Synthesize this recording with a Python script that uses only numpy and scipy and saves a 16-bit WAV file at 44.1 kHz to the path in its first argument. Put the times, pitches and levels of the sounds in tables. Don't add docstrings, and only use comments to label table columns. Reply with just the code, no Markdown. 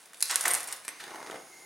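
import sys
import numpy as np
from scipy import signal
from scipy.fft import rfft, irfft
from scipy.io import wavfile
from scipy.ndimage import map_coordinates

SR = 44100
rng = np.random.default_rng(int(sys.argv[2]) if len(sys.argv) > 2 else 0)


def wav_out(sig):
    wavfile.write(sys.argv[1], SR, np.round(np.clip(np.atleast_2d(sig).T, -1, 1) * 32767).astype(np.int16))


N = 72765

CLICK_SCATTER = 1.1


def undb(db):
    return 10 ** (np.asarray(db) / 20)


def unit(x):
    return x / np.sqrt(np.sum(x ** 2))


def along(table, col=1):
    rows = np.array(table)
    return np.interp(np.arange(N) / SR, rows[:, 0], rows[:, col])


def across(table, hz, col=1):
    rows = np.array(table)
    return np.interp(np.log(np.maximum(hz, 1)), np.log(rows[:, 0]), rows[:, col])


def through(x, response):
    return signal.fftconvolve(x, response)[:N]


def colour(table, size=2048):
    level = undb(across(table, np.fft.rfftfreq(size, 1 / SR)))
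    cepstrum = irfft(np.log(level))
    cepstrum[1:size // 2] *= 2
    cepstrum[size // 2 + 1:] = 0
    return unit(irfft(np.exp(rfft(cepstrum))))


def ring(modes, size=1024):
    t = np.arange(size) / SR
    total = 0
    for k, (hz, width, db) in enumerate(modes):
        fade = width * np.exp(-np.pi * width * t)
        total = total + (-1) ** k * undb(db) * fade * np.sin(2 * np.pi * hz * t)
    return unit(total)


def blows(rows, scatter, size=1024):
    out = np.zeros(N + size)
    t = np.arange(size) / SR
    grains = rng.standard_normal((len(rows), size))
    for (at, db, decay), grain in zip(rows, grains):
        blow = scatter * unit(grain * np.exp(-t / max(decay, 1 / SR)))
        blow[0] = 1
        i = int(np.clip(at * SR, 0, N))
        out[i:i + size] += undb(db) * unit(blow)
    return out[:N]


def flutter(rate, depth_db):
    knots = rng.standard_normal(N // 10)
    wobble = np.interp(np.arange(N) / SR * rate, np.arange(len(knots)), knots)
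    noise = rng.standard_normal(N) * undb(depth_db * np.tanh(wobble))
    return np.sqrt(N) * unit(noise)


def detuned(modes):
    detune, spread_db = .022, 3
    chance = rng.uniform(-1., 1., (len(modes), 2))
    return [(hz * (1 + detune * a), width, db + spread_db * b)
            for (hz, width, db), (a, b) in zip(modes, chance)]


def igniter(count=4):
    # start in seconds, level in dB, level of the lower crack in dB above the click,
    # decay of the scattered echoes in ms.
    clicks = [(0.03, -46.5, 14, 12), (0.058, -34.5, 6.5, 9.6), (0.1341, -39, 12, 3.6),
              (0.1454, -32, 6.5, 4.5), (0.1722, -32, 1, 0.87), (0.1802, -35, 1, 0.82), (.187, -33, -8, 1),
              (.198, -33, -19, 1), (0.2063, -14, 1.5, 3.2), (0.2136, -16.5, 2, 1.4),
              (0.2254, 1.5, -1.5, 3.7), (0.2562, -19.5, 6.5, 1.1), (.263, -28.5, -2, 1.1),
              (0.3116, -12.5, 8.5, 1.6), (0.3423, -14, -9, 1.2), (0.3578, 1, -1, 2.7),
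              (0.3945, -15, -5, 1.3), (0.408, -5.5, -17, 1.4), (0.41, -5.5, 1, 6.6), (.429, -14, -12, 1.5),
              (0.4393, -10.5, -3, 0.86), (0.454, -24, -2, 1.2), (0.4576, -9, 6.5, 3.3),
              (0.4747, -22, -6, 1), (0.4806, 4, -9.5, 4.8), (0.5071, -4.5, -9, 3.9), (0.5122, -3, -7, 1.9),
              (0.5157, -5, -26, 1.7), (0.52, -13, -20, 0.59), (0.536, 1.5, -33, 2.4),
              (0.5424, -3.5, 0, 2.5), (0.55, 0, -10, 3), (0.568, -20, -7, 1.2), (.572, -15, -14, 1.2),
              (0.5982, -18, -7, 1.2), (0.6055, -12.5, -1, 4.6), (.631, -12, -4.5, 4.9), (0.6411, -18, 2, 4),
              (.6663, -31, -12, 1), (.674, -17, -6, 2.7), (.678, -18, -4, 1.5), (.686, -18, 0, 3.5),
              (0.711, -31, -15, 1.9), (.7167, -22, 0, 3.2), (0.7256, -10.5, 2, 4), (0.729, -15, -2.5, 2.6),
              (.752, -34, -3, 0.73), (0.772, -36, -12, 1.4), (0.823, -33, -30, 1.4)]
    # pitch in Hz, width in Hz, relative level in dB.
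    metal_modes = [(8580, 624, -0.5), (8990, 540, 2), (10230, 350, -0.5), (11800, 960, -10.5),
                   (14600, 900, -47)]
    # frequency in Hz, relative level in dB.
    crack_tone = [(40, -74), (150, -45), (350, -14.5), (700, -14), (1700, -4.5), (2700, -8), (4400, -3.5),
                  (7000, 0.5), (11500, -1.5), (13500, -12), (16000, -21)]
    # time in seconds, level in dB.
    rattle_level = [(0, -58), (.11, -70.5), (.15, -65.5), (.28, -42.5), (.32, -54), (.39, -44.5),
                    (.45, -45.5), (.49, -40.5), (.58, -44), (.655, -53.5), (.72, -51), (.77, -54),
                    (.87, -63), (1.0, -94)]
    ticks_per_s = 700
    patches_per_s, patch_depth_db = 90, 5
    metal = 0
    for at, db, low, ms in clicks:
        click = blows([(at, db, ms / 1000)], CLICK_SCATTER)
        metal = metal + through(click, ring(detuned(metal_modes)))
    crack = blows([(at, db + low, ms / 1000) for at, db, low, ms in clicks], CLICK_SCATTER)
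    for _ in range(count):
        ticks = rng.random(N) < ticks_per_s / SR
        grains = np.sqrt(N / count) * unit(ticks * flutter(patches_per_s, patch_depth_db))
        rattle = grains * undb(along(rattle_level))
        metal = metal + through(rattle, ring(detuned(metal_modes)))
        crack = crack + rattle
    return metal + through(crack, colour(crack_tone))


def housing():
    # start in seconds, level in dB, centre of the resonance in Hz.
    knocks = [(.1335, -28, 1540), (.1442, -27, 3750), (0.2267, -1.5, 4530), (.3581, -5, 6100)]
    # multiple of its centre, relative level in dB.
    knock_shape = [(.05, -55), (.4, -23), (.75, -3), (1, 0), (1.35, -3), (2.2, -12), (3.5, -30)]
    decay_s = .002
    total = 0
    for at, db, hz in knocks:
        tone = [(hz * multiple, fall) for multiple, fall in knock_shape]
        total = total + through(blows([(at, db, decay_s)], CLICK_SCATTER), colour(tone))
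    return total


def flares():
    # start in seconds, level in dB, attack in seconds, hold in seconds,
    # decay in seconds, bass in dB above the middle, treble in dB above the middle.
    puff_rows = [(0.294, -36.5, 0.0028, 0.016, 0.015, -33, 5),
                 (0.312, -40.5, 0.0094, 0.011, 0.11, -14.5, -3.5), (.433, -42.5, .002, .008, .012, -8, -12),
                 (.4525, -27.5, .0006, .004, .008, -24, -6), (0.46, -38.5, 0.0049, 0.014, 0.018, 0, 1),
                 (0.499, -44, 0.0051, 0.034, 0.062, -3, 1), (0.673, -47.5, .005, 0.052, 0.014, -9, -2)]
    # frequency in Hz, relative level in dB.
    middle_tone = [(40, -56), (150, -31), (300, -22.5), (700, -6), (1100, 3), (2050, 2), (2800, -6),
                   (5000, -23.5)]
    bass_tone = [(30, -45), (70, -61), (105, -6.5), (180, -13.5), (300, -6), (450, -.5), (750, 6.5),
                 (1200, -5.5), (3000, -67)]
    treble_tone = [(100, -56), (1200, -2.5), (3000, 1), (6500, 3), (9000, 5), (11000, -21), (13000, -18),
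                   (16000, -38)]
    # time of the middle in seconds, level in dB.
    thumps = [(.345, -71), (0.477, -64), (0.536, -77), (.886, -74)]
    thump_hz, thump_s = 50, .009
    t = np.arange(N) / SR
    bands = np.zeros((3, N))
    for at, db, attack, hold, decay, bass, treble in puff_rows:
        rise = np.clip((t - at) / attack, 0, 1)
        fall = np.exp(-np.maximum(t - at - attack - hold, 0) / decay)
        bands += undb([[db], [db + bass], [db + treble]]) * rise * fall
    total = 0
    for band, tone in zip(bands, (middle_tone, bass_tone, treble_tone)):
        total = total + through(band * flutter(400, depth_db=4), colour(tone))
    for at, db in thumps:
        swell = np.exp(-((t - at) / thump_s) ** 2)
        total = total + undb(db) * swell * np.sin(2 * np.pi * thump_hz * (t - at))
    return total


def jet():
    # time in seconds, level in dB.
    jet_level = [(.80, -73), (.90, -56.5), (1.0, -56), (1.3, -55.5), (1.42, -57.5), (1.52, -56.5),
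                 (1.65, -56)]
    # pitch in Hz, width in Hz, relative level in dB.
    tube_modes = [(1940, 160, -8.5), (5000, 1540, -6.5), (6750, 270, 2), (8840, 310, -3), (10520, 500, -2)]
    # frequency in Hz, relative level in dB.
    rush_tone = [(25, -20), (70, -28), (140, -4), (220, -4), (350, 13.5), (550, -3), (780, 4), (1050, -17),
                 (1500, 7), (3000, -17), (6000, 2.5), (10000, 7), (16000, -14.5)]
    # time in seconds, level in dB.
    whistle_level = [(.9, -62), (1.0, -63), (1.36, -62), (1.47, -69), (1.52, -58.5), (1.58, -61),
                     (1.65, -60.5)]
    rush_db = -4
    rise_per_s, tuned_s = .12, 1.5
    whistle_hz, width_hz = 2115, 55
    waver_share, wavers_per_s = .016, 25
    t = np.arange(N) / SR
    tube = np.tile(through(rng.standard_normal(N), ring(tube_modes)), 2)
    pitch = 1 + rise_per_s * (t - tuned_s)
    hiss = map_coordinates(tube, [np.cumsum(pitch)], order=5)
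    rush = through(rng.standard_normal(N), colour(rush_tone))
    note = through(rng.standard_normal(N), ring([(whistle_hz, width_hz, 0)], size=4096))
    knots = rng.standard_normal(N // 10)
    waver = 1 + waver_share * np.interp(t * wavers_per_s, np.arange(len(knots)), knots)
    whistle = map_coordinates(np.tile(note, 2), [np.cumsum(waver)], order=3)
    whistle = whistle * (t > whistle_level[0][0])
    gas = undb(along(jet_level)) * (hiss + undb(rush_db) * rush)
    return gas + undb(along(whistle_level)) * whistle


def knob():
    # start in seconds, level in dB, decay of the scattered echoes in ms.
    knob_clicks = [(0.8496, -18.5, 6.5), (0.8807, -9, 1.75), (0.8884, -14, 2.4)]
    # pitch in Hz, width in Hz, relative level in dB.
    knob_modes = [(8000, 700, -3), (8800, 800, 0), (11200, 600, -4)]
    # frequency in Hz, relative level in dB.
    body_tone = [(60, -26), (300, -6.5), (800, 1.5), (2000, 4), (3000, -3.5), (6000, -2), (12000, -16),
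                 (16000, -27)]
    body_db = -1.5
    hits = blows([(at, db, ms / 1000) for at, db, ms in knob_clicks], scatter=1.8)
    return through(hits, ring(knob_modes)) + undb(body_db) * through(hits, colour(body_tone))


def burner():
    # start in seconds, level in dB, crack in dB above the pop, pitch in Hz.
    pop_rows = [(1.017, -26, -15, 1370), (1.0397, -24, 8.5, 1630), (1.0672, -24.5, -1, 368),
                (1.0795, -24.5, 2, 1520), (1.1075, -24.5, 3, 1460), (1.137, -26.5, -12, 1065),
                (1.1457, -19.5, -3, 925), (1.158, -24, 3.5, 740), (1.1835, -22, -15, 1130),
                (1.203, -20.5, -9, 1160), (1.2148, -20, -14, 1120), (1.228, -21, -1, 1010),
                (1.2455, -23, -20, 554), (1.2635, -24, 3, 840), (1.2719, -21.5, 0, 430),
                (1.291, -34, -6, 1100), (1.299, -17, -10, 1300), (1.3111, -23.5, 6.5, 1400),
                (1.3177, -21.5, -8, 1840), (1.328, -22, -16, 800), (1.336, -34, -18, 1450),
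                (1.343, -21, -7, 725), (1.354, -22, -6, 474), (1.3585, -21.5, -2.5, 780),
                (1.374, -34, -19, 1230), (1.3835, -38, -20, 766), (1.399, -27, -10, 650),
                (1.419, -30, -16, 715)]
    # time in seconds, roar in dB, sizzle in dB.
    fire_level = [(.988, -90, -65), (1.003, -53, -42), (1.05, -55, -56.5), (1.13, -47, -66),
                  (1.22, -53, -74), (1.3, -49, -56), (1.37, -58, -75), (1.42, -74, -72), (1.48, -63, -79),
                  (1.65, -62, -72)]
    # frequency in Hz, relative level in dB.
    flame_tone = [(30, -35), (80, -19), (140, -6), (220, -6.5), (330, 3.5), (550, -1.5), (800, 4),
                  (1300, 1), (2100, -5), (2900, -17.5), (6000, -30), (16000, -34)]
    crackle_tone = [(60, -50), (400, -30), (1500, 8), (2600, -0.5), (4500, -2), (7000, -7), (10000, -7.5),
                    (13000, -17), (16000, -29)]
    pop_s, pop_scatter = .0028, 1.9
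    hollow_db, hollow_cycles = -2, 1.0
    pops = blows([(at, db, pop_s) for at, db, crack, hz in pop_rows], pop_scatter)
    cracks = blows([(at, db + crack, pop_s) for at, db, crack, hz in pop_rows], pop_scatter)
    hollow = 0
    for at, db, crack, hz in pop_rows:
        age = np.maximum(np.arange(N) / SR - at, 0)
        swell = age * np.exp(-age * hz / hollow_cycles)
        hollow = hollow + undb(db + hollow_db) * unit(swell * np.sin(2 * np.pi * hz * age))
    roar = flutter(200, depth_db=5.5) * undb(along(fire_level))
    sizzle = flutter(230, depth_db=3) * undb(along(fire_level, col=2))
    low = through(pops + roar, colour(flame_tone))
    return hollow + low + through(cracks + sizzle, colour(crackle_tone))


def pans(x):
    # pitch in Hz, relative level in dB, time to die by 60 dB in seconds.
    pan_modes = [(625, -14, .4), (760, -6, .45), (805, -8, .4), (1101, -7, .4), (1554, -5, .35),
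                 (2102, -9, .3), (2390, -7, .4), (2674, -10, .4)]
    pans_db = -12
    t = np.arange(N) / SR
    chime = sum(undb(db - 60 * t / t60) * np.sin(2 * np.pi * hz * t) for hz, db, t60 in pan_modes)
    return undb(pans_db) * through(x, chime * 160 / SR)


def kitchen(x, count=14):
    # frequency in Hz, time to die by 60 dB in seconds, echo level in dB.
    room = [(96, 1, -9.5), (400, 0.43, 0), (1330, 0.61, -3.5), (3100, 0.46, -2), (6050, 0.28, -7.5),
            (9900, 0.09, -13), (14200, 0.2, -0.5)]
    t = np.arange(N) / SR
    hz = np.fft.rfftfreq(N, 1 / SR)
    centres = np.geomspace(room[0][0], room[-1][0], count)
    noise = rfft(rng.standard_normal(N))
    tail = 0
    for centre, share in zip(centres, np.eye(count)):
        band = irfft(noise * np.interp(hz, centres, share), N)
        build_up = 1 - np.exp(-t / 0.0016)
        fade = unit(np.exp(-np.log(1000) * t / across(room, centre)) * build_up)
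        tail = tail + band * fade * undb(across(room, centre, col=2))
    return through(x, tail)


def quiet():
    # frequency in Hz, relative level in dB.
    quiet_tone = [(25, -18), (70, -27), (150, 6), (300, 7), (750, 12), (1600, 4), (3000, 4), (7000, -4.5),
                  (10000, -6), (13000, -5), (16000, -3)]
    quiet_db = -60
    return undb(quiet_db) * through(rng.standard_normal(N), colour(quiet_tone))


def scene():
    # frequency in Hz, side (left-right difference) against middle in dB.
    width = [(60, -6), (150, -13), (350, -15), (1200, -8), (2500, -6), (4500, -7.5), (8500, -5),
             (15000, -33)]
    left_db = -.4
    near = igniter() + housing() + flares() + jet() + knob() + burner()
    near = near + pans(near)
    mid, side = (kitchen(near) + quiet() for _ in range(2))
    side = irfft(rfft(side) * undb(across(width, np.fft.rfftfreq(N, 1 / SR))), N)
    left = (near + mid + side) * undb(left_db)
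    right = near + mid - side
    return np.array([left, right])


def record(dry):
    top_hz = 15900
    steep = signal.ellip(10, .2, 80, top_hz, fs=SR, output="sos")
    return signal.sosfilt(steep, dry)


dry = scene()
out = record(dry)
wav_out(out)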